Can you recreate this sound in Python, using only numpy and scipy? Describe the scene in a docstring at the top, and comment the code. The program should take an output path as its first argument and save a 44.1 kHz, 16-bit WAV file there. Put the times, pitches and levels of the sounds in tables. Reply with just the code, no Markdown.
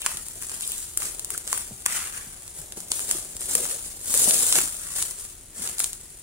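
"""Stretch wrap is snipped and pulled off a cardboard box on a workshop floor, close to a stereo microphone.
Over a low rumble, the film squeaks and crinkles from the start, in clumps of tiny buckling clicks.
In the first two seconds the scissors knock shut three times and the film snaps where it is cut.
More strokes follow, sounding the taut film and the box; hands and scissors bump the cardboard.
The longest, loudest pull comes at four seconds, then lighter ones. Each microphone port rings in the treble.
"""
import sys
import numpy as np
from scipy import signal
from scipy.fft import rfft, irfft, next_fast_len
from scipy.io import wavfile
from scipy.ndimage import uniform_filter1d, map_coordinates

SR = 44100
rng = np.random.default_rng(int(sys.argv[2]) if len(sys.argv) > 2 else 0)


def transcribe(u):
    """Save the signal u as a 16-bit wav file named by the first command-line argument.

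    u: samples, shape (n,) or (channels, n), limited to [-1, 1]; the rate is SR.
    q: integer samples, one column per channel.
    """
    v = np.clip(np.atleast_2d(u).T, -1, 1)
    q = np.round(v * 32767).astype(np.int16)
    wavfile.write(sys.argv[1], SR, q)


N = 274504
LEAD = SR // 100  # samples of space ahead of each click


def amp(db):
    """Decibels to gain."""
    return 10 ** (np.asarray(db) / 20)


def unit(x):
    """Scale to rms 1."""
    return x / np.sqrt(np.mean(x ** 2) + 1e-20)


def along(points, hz):
    """Read (Hz, value) points on a log frequency axis."""
    freqs, values = np.transpose(points)
    return np.interp(np.log(hz + 1), np.log(freqs + 1), values)


def wobble(rate):
    """A smooth random curve through `rate` points a second."""
    points = rng.standard_normal(int(N * rate / SR) + 4)
    return map_coordinates(points, [np.arange(N) * rate / SR])


def coloured(x, points, size=8192):
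    """Minimum-phase filter with the given (Hz, dB) gain."""
    cepstrum = irfft(np.log(amp(along(points, np.fft.rfftfreq(size, 1 / SR)))))
    cepstrum[1:size // 2] *= 2
    cepstrum[size // 2 + 1:] = 0
    response = irfft(np.exp(rfft(cepstrum)))
    return signal.oaconvolve(x, response.reshape((1,) * (x.ndim - 1) + (-1,)), axes=-1)[..., :N]


def levelled(x, width_hz=550):
    """Flatten a short sound's broad spectrum to gain 1; its fine ripple and timing stay."""
    size = next_fast_len(x.shape[-1])
    spectrum = rfft(x, size)
    bins = max(int(width_hz * size / SR), 3)
    power = uniform_filter1d(uniform_filter1d(np.abs(spectrum) ** 2, bins), bins)
    return irfft(spectrum / np.sqrt(np.abs(power) + 1e-12), size)


# The workshop's room tone. Each row: frequency in Hz, relative level in dB.
ROOM_TONE = [(15, -14), (30, 4), (48, -1), (80, -2), (150, -11), (300, -18.5), (700, -30), (2000, -25),
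             (6000, -27.5), (16000, -49)]
# A machine far from the microphone: pitch in Hz, relative level in dB.
MACHINE_HUM = (356, -71)

def workshop():
    """Steady low rumble and a distant machine's wavering hum, nearly alike at both ports."""
    air = rng.standard_normal(N) + .17 * rng.standard_normal((2, N))
    hz, db = MACHINE_HUM
    hum = amp(db + 2 + 1.1 * wobble(5.34)) * np.sin(2 * np.pi * hz * np.arange(N) / SR)
    return amp(-53) * unit(coloured(air, ROOM_TONE)) + hum


# The workshop's reverberation. Each row: frequency in Hz, seconds to fall by 60 dB.
ROOM_DECAY = [(150, 0.065), (1500, 0.31), (8000, 0.17), (16000, 0.19)]

def path_to_mic(near_db, room_db, bounces=14):
    """Stereo response from one spot of the film: direct sound, nearby surfaces, workshop tail."""
    hz, t, noise = signal.stft(rng.standard_normal((2, SR // 5)), SR, nperseg=256)
    decay = amp(-60 * t / along(ROOM_DECAY, hz)[:, None])
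    tail = signal.istft(noise * decay, SR, nperseg=256)[1]
    response = amp(room_db) * tail / np.linalg.norm(tail[0])
    left_lag = rng.integers(2, 8)  # the film lies a little nearer the right port
    response[0, left_lag] += 1
    response[1, 0] += 1
    for delay, angle, sign in rng.random((bounces, 3)):
        bounce = amp(near_db) * np.sign(sign - .5) / np.sqrt(bounces)
        at = int((.0005 + .009 * delay ** 2) * SR)
        response[0, at + int(.0006 * angle * SR)] += bounce
        response[1, at + int(.0005 * (1 - angle) * SR)] += bounce
    return response


# Film and hands sliding on blade and cardboard, close up.
# Each row: start in seconds, length in seconds, relative level in dB, pitch in Hz.
SLIDES = [(0.0, 0.053, -46, 3170), (0.619, 0.04, -43, 3350), (0.688, 0.09, -49, 3180),
          (1.34, 0.018, -45, 1540), (3.54, 0.14, -49.5, 497), (3.663, 0.14, -55.5, 525),
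          (4.129, 0.044, -46.5, 513), (4.188, 0.23, -49.5, 622), (5.556, 0.089, -54.5, 236)]

def squeaks():
    """Stick-slip gives a short rough squeak or groan whose pitch staggers."""
    out = np.zeros(N)
    for s, length, db, hz in SLIDES:
        start, n = round(s * SR), int(length * SR)
        pitch = hz * (1 + 0.1476 * wobble(0.36 * hz)[:n])
        tone = np.sin(2 * np.pi * np.cumsum(pitch) / SR)
        out[start:start + n] += amp(db + 9) * np.hanning(n) * tone
    return signal.oaconvolve(out[None], path_to_mic(near_db=-13, room_db=-20), axes=1)[:, :N]


# The hand's grip between strokes.
# Each row: time in seconds, crinkle level and box rubbing level, both in relative dB.
HAND_GRIP = [(0.0, -38.5, -51), (0.9, -42.5, -59.5), (1.25, -42.5, -52.5), (2.45, -44, -57.5),
             (2.72, -46.5, -52.5), (3.3, -41, -51), (4.9, -40, -57.5), (5.45, -53, -59.5),
             (6.22, -48, -61.5)]
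# Strokes of hand and blade through the film. Each row: start, rise and hold in seconds,
# relative crinkle level in dB, then the offsets from it of taut film and box rubbing in dB.
HAND_STROKES = [(0.036, 0.011, 0.077, -34.5, -5, -22), (0.385, 0.033, 0.012, -37, -10.5, -23),
                (0.457, 0.063, 0.01, -34, -9, -14.5), (0.566, 0.058, 0.2, -33, -19, -23),
                (0.975, .035, 0.044, -29.5, -11, -17), (1.278, 0.036, .02, -35, -10, -15),
                (1.432, 0.088, 0.056, -30.5, -10, -18), (1.844, 0.08, 0.04, -27.5, -3, -22),
                (1.98, 0.056, 0.034, -37.5, -3, -16), (2.109, 0.038, 0.014, -36.5, -3, -16),
                (2.537, 0.03, 0.016, -38, -15, -10.5), (2.755, 0.01, 0.013, -38, -13, -9.5),
                (2.86, 0.084, 0.076, -30, -16, -19), (3.042, 0.05, 0.067, -29.5, -15, -15.5),
                (3.388, 0.02, 0.044, -32.5, -18, -16), (3.469, 0.027, .15, -27, -15.5, -16.5),
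                (3.67, .028, 0.02, -30, -13, -27), (3.806, 0.019, .03, -37, -18, -31),
                (3.999, 0.2, 0.32, -19, -18, -20.5), (4.51, 0.047, 0.017, -19.5, -12.5, -15.5),
                (4.772, 0.06, 0.066, -40.5, -7, -17), (4.882, 0.092, 0.032, -26.5, -13, -20),
                (5.045, 0.02, .02, -37.5, -13, -19), (5.152, 0.031, 0.061, -38, -14, -24),
                (5.498, 0.14, 0.046, -31, -10, -15.5), (5.763, 0.031, 0.019, -27.5, -16.5, -20.5)]

def effort():
    """Drive in dB for crinkle, taut film and box: each stroke rises, sags, lets go and settles."""
    sag_db_per_s, release_db_per_s = 10.5, 123  # the film yields under pull, quiets as the hand stops
    settle_db, settle_db_per_s = -13.5, 30  # crumpled film goes on unfolding
    t = np.arange(N) / SR
    times, *levels = np.transpose(HAND_GRIP)
    grip_db, rub_db = [np.interp(t, times, level) for level in levels]
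    taut_db = grip_db - 15.5
    power = amp([grip_db, taut_db, rub_db]) ** 2
    for s, rise, hold, db, sheet_db, box_db in HAND_STROKES:
        span = slice(round(s * SR), round(s * SR) + SR)
        age = np.maximum(t[span] - s, 0)
        held = np.clip(age - rise, 0, hold)
        after = np.maximum(age - rise - hold, 0)
        pull = np.minimum(age / rise, 1) ** 1.3 * amp(db - sag_db_per_s * held)
        release = np.maximum(amp(-release_db_per_s * after), amp(settle_db - settle_db_per_s * after))
        power[:, span] += np.outer(amp([0, sheet_db, box_db]), pull * release) ** 2
    return 10 * np.log10(power)


def clicks(rate, scatter_db, clumps):
    """Random buckling impulses of uneven size, with rms near 1 over any short stretch."""
    fires = rng.random(N) < rate / SR
    size = amp(scatter_db * rng.standard_normal(N)) * clumps
    size = np.minimum(size, amp(15.5))  # a crease stores only so much energy
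    impulses = fires * np.sign(rng.standard_normal(N)) * size
    window = int(.04 * SR)
    power = np.abs(uniform_filter1d(uniform_filter1d(impulses ** 2, window), window))
    return impulses / np.sqrt(power + 1e-9)


def spread(x, near_db, room_db, size=2048):
    """Clicks wander over the film: overlapping stretches each take their own path to the microphone."""
    spot = (np.arange(N) / size + rng.random(N)).astype(int)
    out = np.zeros((2, N + SR))
    for k in range(spot.max() + 1):
        start, end = max(k - 1, 0) * size, (k + 1) * size
        response = levelled(np.pad(path_to_mic(near_db, room_db), ((0, 0), (LEAD, 0))))
        stretch = x[start:end] * (spot[start:end] == k)
        heard = signal.fftconvolve(stretch[None], response, axes=1)
        out[:, start:start + heard.shape[1]] += heard
    return out[:, LEAD:LEAD + N]


# Creasing film, taut film and cardboard at close range. 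Each row: frequency in Hz, gain in dB.
CRINKLE_COLOUR = [(300, -19), (900, -4), (2000, -8.5), (3500, 3), (6000, 4), (10000, 0.5), (16000, 0.5)]
SHEET_COLOUR = [(300, -29), (780, -9.5), (1200, -2), (1600, -2), (2150, -3.5), (2700, -4.5), (3200, -5.5),
                (3900, -14), (6000, -8), (12000, -38)]
BOX_COLOUR = [(40, -20.5), (110, -6), (210, -0.5), (300, -1), (400, 0.5), (540, -3), (750, -3), (1100, -12),
              (3000, -40.5)]

def crinkling(crinkle_db, sheet_db, box_db):
    """Creases buckle in avalanches, denser as the pull grows; slips rub the box; both shake the sheet."""
    creases_per_s = 4000 * amp(.55 * (crinkle_db + 32.5))
    clumps = amp(3.4 * wobble(450) + 0.97 * wobble(90))
    creases = clicks(creases_per_s, scatter_db=3.5, clumps=clumps)
    slips = clicks(4000, scatter_db=1, clumps=clumps)
    shaking = 0.6 * creases + 0.72 * slips
    crinkle = spread(creases * amp(crinkle_db - 8), near_db=-1, room_db=-0.5)
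    sheet = spread(shaking * amp(sheet_db + 9.5), near_db=2, room_db=-8, size=4096)
    box = spread(slips * amp(box_db + 13), near_db=-7, room_db=-8.5, size=8192)
    return coloured(crinkle, CRINKLE_COLOUR) + coloured(sheet, SHEET_COLOUR) + coloured(box, BOX_COLOUR)


# The film's loud snaps, close to the microphone. Each row: time in seconds,
# crack level and sheet pop level in relative dB, treble tilt in dB per octave.
LOUD_SNAPS = [(0.0183, -24, -39, 4), (0.0628, -11.5, -22, -3), (0.0674, -31, -27, 0),
              (0.1719, -21, -47, -3.5), (0.2845, -26, -59, 2), (0.424, -25, -41.5, 4),
              (0.496, -26.5, -40, -4), (0.6091, -23, -44, -3), (0.6765, -21.5, -58, 5),
              (0.719, -20, -60, 4), (0.9745, -11.5, -36, 5), (1.0215, -36, -30.5, -5),
              (1.1954, -20, -57, -1.5), (1.2468, -20.5, -56, 0), (1.3046, -20, -36.5, 8),
              (1.378, -19.5, -43, 3), (1.4766, -21.5, -42, -6), (1.5289, -14.5, -26, 2),
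              (1.5769, -21.5, -35, 9), (1.8578, -23, -38, 0), (1.8617, -10, -18.5, 4),
              (2.4793, -30, -62, -4), (2.7228, -27, -47, -7), (2.8042, -26.5, -46, 0),
              (2.9179, -11.5, -52, -7.5), (2.9937, -23, -34.5, 3), (3.112, -10, -31, -1.5),
              (3.3674, -24.5, -53, -3), (3.4176, -30, -41, -5), (3.5526, -6, -26.5, 3),
              (3.6539, -26, -33, 2), (4.141, -12, -30.5, 5), (4.1756, -12, -42, 5), (4.198, -16, -38, 7),
              (4.3092, -10, -38, -7), (4.526, -8, -35, -8), (4.5552, -15, -30, -13), (4.587, -14, -23, 0.5),
              (5.0256, -14, -48, -4), (5.1105, -23.5, -56, 2), (5.6753, -21, -45, -8),
              (5.7839, -24, -56, -8), (5.7937, -17, -55, 6), (5.8028, -13.5, -29.5, -4.5),
              (5.8428, -13, -50, -4.5), (5.9315, -23, -57, -3)]

def snaps(rows):
    """A snap: a faint noise swells just ahead of a crack, a brief rip and a low pop."""
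    out = np.zeros((2, N + SR))
    t = np.arange(-LEAD, LEAD) / SR
    hz = np.geomspace(100, 16000, 48)
    octaves = np.log2(np.maximum(hz, 4000) / 8000)
    lead_in = 0.038 * amp(60 * t / 0.011) * (t < 0)
    ripping = 0.37 * amp(-60 * np.abs(t) / 0.0048) * (t >= 0)
    for s, crack_db, pop_db, tilt_db in rows:
        rip = rng.standard_normal(len(t)) * (lead_in + ripping)
        rip[LEAD] = 1  # the instant of the crack
        heard = levelled(signal.fftconvolve(rip[None], path_to_mic(near_db=-11, room_db=-11), axes=1))
        crack = amp(crack_db + 9.5 + along(CRINKLE_COLOUR, hz) + tilt_db * octaves)
        pop = amp(pop_db + 33 + along(SHEET_COLOUR, hz))
        snap = coloured(heard, np.c_[hz, 20 * np.log10(np.hypot(crack, pop))])
        start = round(s * SR)
        out[:, start:start + snap.shape[1]] += snap
    return out[:, LEAD:LEAD + N]


def stray_snaps(crinkle_db, sheet_db, count=16):
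    """Thin strands part at random moments, as loud as the pull on them."""
    at = (rng.random(count) * (N - 1)).astype(int)
    crack_scatter, pop_scatter, tilt_scatter = rng.standard_normal((count, 3)).T
    crack_db = crinkle_db[at] + 3 + crack_scatter
    pop_db = sheet_db[at] + 0.5 + pop_scatter
    return snaps(np.c_[at / SR, crack_db, pop_db, 4.5 * tilt_scatter])


# The scissors closing near the microphone. Each row: start in seconds, relative level in dB, pitch in Hz.
SCISSOR_CUTS = [(0.063, -16.5, 1114), (1.529, -17.5, 1106), (1.8617, -18, 1180)]

def scissor_knocks(t60_s=0.013, attack_s=0.00028):
    """The meeting blades give a hollow knock: one short, quickly damped ring."""
    out = np.zeros(N + SR)
    t = np.arange(SR // 10) / SR
    ring = amp(-60 * t / t60_s) * (1 - np.exp(-t / attack_s))
    for s, db, hz in SCISSOR_CUTS:
        start = round(s * SR)
        out[start:start + len(t)] += amp(db) * ring * np.sin(2 * np.pi * hz * t)
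    return signal.oaconvolve(out[None, :N], path_to_mic(near_db=-11, room_db=-9.5), axes=1)[:, :N]


# Hands and scissors bumping the box, dry and centred.
# Each row: start in seconds, relative level in dB, pitch in Hz.
BOX_BUMPS = [(0.146, -39.5, 136), (0.36, -41, 105), (0.972, -35, 335), (1.044, -39, 200), (1.709, -33, 202),
             (1.717, -35, 122), (2.269, -39.5, 156), (2.59, -38, 149), (2.773, -31.5, 346),
             (2.916, -28.5, 464), (3.149, -29.5, 340), (3.353, -36.5, 80), (3.44, -41, 64.7),
             (3.552, -21, 475), (4.276, -25, 218), (4.584, -25.5, 366)]

def box_bumps():
    """A cardboard panel gives a dead thud of a few cycles with a short scuff."""
    thuds, scuffs = np.zeros((2, N + SR))
    t = np.arange(SR // 5) / SR
    for s, db, hz in BOX_BUMPS:
        span = slice(round(s * SR), round(s * SR) + len(t))
        cycles = hz * t
        envelope = amp(db - 2.5 - 60 * cycles / 16) * (1 - np.exp(-cycles / 0.25))
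        thuds[span] += envelope * np.sin(2 * np.pi * cycles)
        scuffs[span] += amp(db + 8 - 60 * t / 0.021) * rng.standard_normal(len(t))
    return thuds[:N] + coloured(scuffs[:N], BOX_COLOUR)


def scene():
    """Film, scissors, box and room as they reach the microphone."""
    crinkle_db, sheet_db, box_db = effort()
    film = crinkling(crinkle_db, sheet_db, box_db) + snaps(LOUD_SNAPS) + stray_snaps(crinkle_db, sheet_db)
    return film + squeaks() + scissor_knocks() + box_bumps() + workshop()


# Each microphone port has its own sharp treble resonance. Each row: frequency in Hz, gain in dB.
LEFT_RESONANCE = [(3000, 1.5), (4500, 1), (6200, 2), (8000, 10.5), (8700, 17), (9400, 22), (10000, 17.5),
                  (10800, 12), (12300, 7.5), (15500, 4)]
RIGHT_RESONANCE = [(3000, 1), (4500, 1), (5900, 3.5), (6800, 12), (7550, 17), (8200, 13.5), (9100, 3.5),
                   (10400, 6.5), (12300, -2), (15500, 3)]

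def record(dry):
    """The ports ring in the treble, the loudest snaps are rounded off, and the band ends steeply."""
    ceiling, top_hz = .88, 15800
    ports = np.array([coloured(dry[0], LEFT_RESONANCE), coloured(dry[1], RIGHT_RESONANCE)])
    rounded = ports / (1 + (ports / ceiling) ** 6) ** (1 / 6)
    size = next_fast_len(N + SR // 2)
    passband = np.fft.rfftfreq(size, 1 / SR) < top_hz
    return irfft(rfft(rounded, size) * passband, size)[:, :N]


dry = scene()
out = record(dry)
transcribe(out)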